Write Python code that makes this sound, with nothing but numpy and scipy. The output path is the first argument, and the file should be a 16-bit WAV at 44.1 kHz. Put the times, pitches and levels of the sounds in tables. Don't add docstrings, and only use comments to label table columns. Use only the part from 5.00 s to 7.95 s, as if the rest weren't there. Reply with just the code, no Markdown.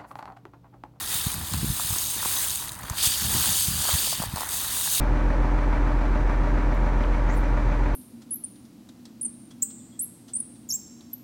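import sys
import numpy as np
from scipy import signal
from scipy.fft import rfft, irfft
from scipy.io import wavfile

SR = 44100
rng = np.random.default_rng(int(sys.argv[2]) if len(sys.argv) > 2 else 0)


def unload_audio(sound):
    columns = np.transpose(np.atleast_2d(sound))
    steps = np.round(np.clip(columns, -1, 1) * 32767)
    wavfile.write(sys.argv[1], SR, steps.astype(np.int16))


N = 130095

# boom_db, boom_late_s, knock_db
CYLINDERS = [(-22.5, 0.000023, 3.1), (-20.5, 0.0002, -2.5), (-24, .0003, -2), (-20, 0.00124, -10),
             (-21.5, -.0002, -12.5), (-17.5, -.0002, -3)]
FIRING_HZ, FIRST_FIRING_S = 42.253, .0087
CYCLE_S = len(CYLINDERS) / FIRING_HZ


def boom(t, low_edge_hz=25.5):
    db, late_s = signal.resample(np.array(CYLINDERS)[:, :2], 4096).T
    cycle_t = np.linspace(0, CYCLE_S, len(db), endpoint=False)
    angle = 2 * np.pi * FIRING_HZ * (cycle_t - late_s)
    overtones = from_db(-19) * np.cos(3 * angle) - from_db(-17) * np.sin(2 * angle)
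    swing = rfft(np.sqrt(2) * from_db(db) * (np.cos(angle) + overtones))
    hz = np.arange(len(swing)) / CYCLE_S
    cycle = irfft(swing / (1 + (low_edge_hz / (hz + 1)) ** 12))
    return np.interp(t, cycle_t, cycle, period=CYCLE_S)


def knocks(t, bed, scatter_db, delay_s=.0005, attack_s=.011, decay_s=.024):
    power = np.full(len(t), bed ** 2)
    for k in range(-len(CYLINDERS), int(t[-1] * FIRING_HZ) + 1):
        age = np.maximum(t - k / FIRING_HZ - delay_s, 0)
        strength = from_db(CYLINDERS[k % len(CYLINDERS)][2] + scatter_db * rng.standard_normal())
        power += (strength * strike(age, attack_s, decay_s)) ** 2
    return rms_one(np.sqrt(power))


def strike(age, attack_s, decay_s):
    return np.minimum(age / attack_s, 1) * np.exp(-np.maximum(age - attack_s, 0) / decay_s)


# multiple_of_cycle_rate, level_db
DRONE_TONES = [(10, -55), (11, -47.5), (15, -48.5), (17, -51.5), (20, -54), (22, -45.5), (24, -50.5),
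               (27, -56.5), (28, -46.5), (29, -56.5), (32, -51), (33, -56.5), (34, -49), (36, -51.5),
               (38, -45), (39, -48.5), (40, -53), (42, -59), (45, -53), (47, -53), (48, -53.5), (50, -52),
               (51, -52), (54, -48.5), (70, -51.5), (72, -52.5), (117, -53.5), (120, -53), (123, -48),
               (129, -52.5), (135, -47.5), (137, -53.5), (148, -59.5), (183, -57), (201, -54), (249, -57.5)]
# pitch_hz, level_db_per_tone
WEAK_TONES = [(30, -85), (90, -70), (150, -64.5), (250, -60.5), (420, -58.5), (600, -64.5), (730, -65),
              (930, -62), (1300, -64), (1800, -71.5), (2400, -74), (3200, -93.5)]


def drone(t, thump_s=.0125, thump_top_hz=225, jitter_s=.0001, fade_db_per_s=.48):
    cycle_t = np.linspace(0, CYCLE_S, 8192, endpoint=False)
    answer = rfft(rng.standard_normal(len(cycle_t)) * knocks(cycle_t, bed=1.7, scatter_db=1.0))
    hz = np.arange(len(answer)) / CYCLE_S
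    thump = -from_db(3.5) * np.exp(-2j * np.pi * hz * thump_s) / (1 + (hz / thump_top_hz) ** 4)
    phases = np.angle(answer / np.sqrt(len(cycle_t)) + thump)
    in_band = (hz > 0) & (hz < WEAK_TONES[-1][0])
    gains = gain_at(WEAK_TONES, hz) * rms_one(np.abs(answer) ** 1.44) * in_band
    for multiple, db in DRONE_TONES:
        gains[multiple] = from_db(db)
    cycle = irfft(gains * np.exp(1j * phases)) * len(cycle_t) / np.sqrt(2)
    crank_t = t + jitter_s * drift(4.2)
    fade = from_db(fade_db_per_s * (t.mean() - t))
    return np.interp(crank_t, cycle_t, cycle, period=CYCLE_S) * fade


# frequency_hz, level_db_per_hz
CLATTER_SPECTRUM = [(250, -89.5), (550, -68.5), (720, -71.5), (930, -68), (1250, -72), (1600, -70.5),
                    (2000, -75), (2350, -77), (2650, -84.5), (3100, -90), (4200, -93), (7000, -106),
                    (12000, -125)]
# pitch_hz, width_hz, level_db
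METAL_RINGS = [(602, 20, -53.5), (870, 15, -51.5), (955, 20, -49.5), (2320, 17, -58.5), (5730, 32, -72),
               (6030, 64, -71.5), (6300, 23, -80), (7290, 51, -76), (9250, 200, -87)]


def clatter(t):
    grit = noise(CLATTER_SPECTRUM) * rms_one(from_db(.86 * drift(170)))
    rings = sum(from_db(db) * resonant_noise(hz, width) for hz, width, db in METAL_RINGS)
    return (grit + rings) * knocks(t, bed=.76, scatter_db=.9)


# harmonic, level_db
PUMP_TONES = [(2, -38), (4, -48), (5, -49.5), (7, -52)]
# time_s, level_db
PUMP_SWELL = [(0, 0), (.45, 2), (1.0, 1), (1.3, -2.5), (1.55, 1.5), (1.85, -2.5), (2.1, -.5), (2.95, -1)]


def pump_and_gear(t, pump_hz=148.2, gear_hz=1157, gear_db=-50.5, waver_db=.97):
    drive_t = np.cumsum(1 + .00096 * drift(6.6)) / SR
    swell_db = np.interp(t, *np.transpose(PUMP_SWELL))
    tones = [(harmonic * pump_hz, db + swell_db) for harmonic, db in PUMP_TONES]
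    whine = 0
    for hz, db in tones + [(gear_hz, gear_db)]:
        gain = np.sqrt(2) * from_db(db + waver_db * drift(6.3))
        whine += gain * np.sin(2 * np.pi * (hz * drive_t + rng.random()))
    return whine


# start_s, level_db
PANEL_SHAKES = [(.0080, -35.5), (.0394, -35.5)]


def panel(t, pitch_hz=598.5, waver_db=1.4):
    hum = 0
    for start_s, db in PANEL_SHAKES:
        age = (t - start_s) % CYCLE_S
        gain = np.sqrt(2) * from_db(db + waver_db * drift(5.9))
        hum += gain * strike(age, attack_s=.0073, decay_s=.014) * np.sin(2 * np.pi * pitch_hz * age)
    return hum


# start_s, level_db, pitch_hz, width_hz, decay_s
TICKS = [(.335, -35.5, 545, 50, 0.064), (.727, -41.5, 2260, 140, 0.042), (1.743, -58, 12000, 7000, .001),
         (1.746, -55.5, 13000, 6500, .006), (2.036, -42, 3560, 600, .003), (2.038, -38, 2600, 700, .008),
         (2.289, -37, 2000, 200, 0.036)]


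def loose_parts(t):
    ticks = 0
    for start_s, db, hz, width, decay_s in TICKS:
        decays = np.maximum(t - start_s, 0) / decay_s
        envelope = np.minimum(10 * decays, 1) * np.exp(-decays)
        ticks += from_db(db) * resonant_noise(hz, width) * envelope
    return ticks


# peak_s, level_db, pitch_hz, width_hz, half_length_s
BRUSH_SWELLS = [(2.303, -55.5, 6350, 500, 0.02), (2.333, -53.5, 7250, 600, 0.02),
                (2.335, -63, 14300, 2000, .007), (2.366, -54.5, 12200, 8000, 0.026),
                (2.375, -53, 9400, 700, 0.014), (2.40, -62, 12400, 5000, .016)]


def brush(t, grain_db=2.5):
    swish = 0
    for peak_s, db, hz, width, half_s in BRUSH_SWELLS:
        swish += from_db(db) * resonant_noise(hz, width) * np.exp(-((t - peak_s) / half_s) ** 2)
    return swish * rms_one(from_db(grain_db * drift(400)))


# frequency_hz, level_db_per_hz
CAB_RUMBLE = [(22, -94), (35, -71), (50, -58), (75, -57), (95, -78), (115, -49.5), (140, -63.5),
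              (200, -59.5), (280, -63.5), (360, -70), (550, -66.5), (800, -73.5), (1500, -100)]
# frequency_hz, level_db_per_hz
FAN_HISS = [(1500, -100), (3000, -90.5), (4000, -93), (5200, -97), (6200, -97), (7800, -103), (9400, -103),
            (10400, -111), (11700, -109), (13000, -113), (15500, -116)]


def cab_and_fan():
    return noise(CAB_RUMBLE) + noise(FAN_HISS)


def scene():
    t = np.arange(N) / SR
    engine_t = t - FIRST_FIRING_S
    engine = boom(engine_t) + drone(engine_t) + panel(engine_t) + clatter(engine_t)
    return (engine + pump_and_gear(t) + cab_and_fan() + loose_parts(t) + brush(t))[None]


def record(dry, cutoff_hz=15750):
    return signal.sosfiltfilt(signal.ellip(10, .05, 60, cutoff_hz, fs=SR, output="sos"), dry)


def from_db(db):
    return 10 ** (np.asarray(db) / 20)


def rms_one(x):
    return x / np.sqrt(np.mean(x ** 2) + 1e-20)


def gain_at(spectrum, hz):
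    points_hz, db = np.transpose(spectrum)
    return from_db(np.interp(np.log(hz + 1), np.log(points_hz), db))


def noise(spectrum):
    hz = np.fft.rfftfreq(N, 1 / SR)
    skirts = np.minimum(1, hz / spectrum[0][0]) * np.minimum(1, spectrum[-1][0] / (hz + 1))
    white = rfft(rng.standard_normal(N))
    return irfft(white * gain_at(spectrum, hz) * skirts ** 2, N) * np.sqrt(SR / 2)


def resonant_noise(centre_hz, width_hz):
    detuning = (np.fft.rfftfreq(N, 1 / SR) - centre_hz) / width_hz * np.sqrt(2)
    return rms_one(irfft(rfft(rng.standard_normal(N)) / np.sqrt(1 + detuning ** 4), N))


def drift(rate_hz):
    hz = np.fft.rfftfreq(N, 1 / SR)
    return rms_one(irfft(rfft(rng.standard_normal(N)) * (hz > 0) / (1 + (hz / rate_hz) ** 2), N))


dry = scene()
out = record(dry)
unload_audio(out)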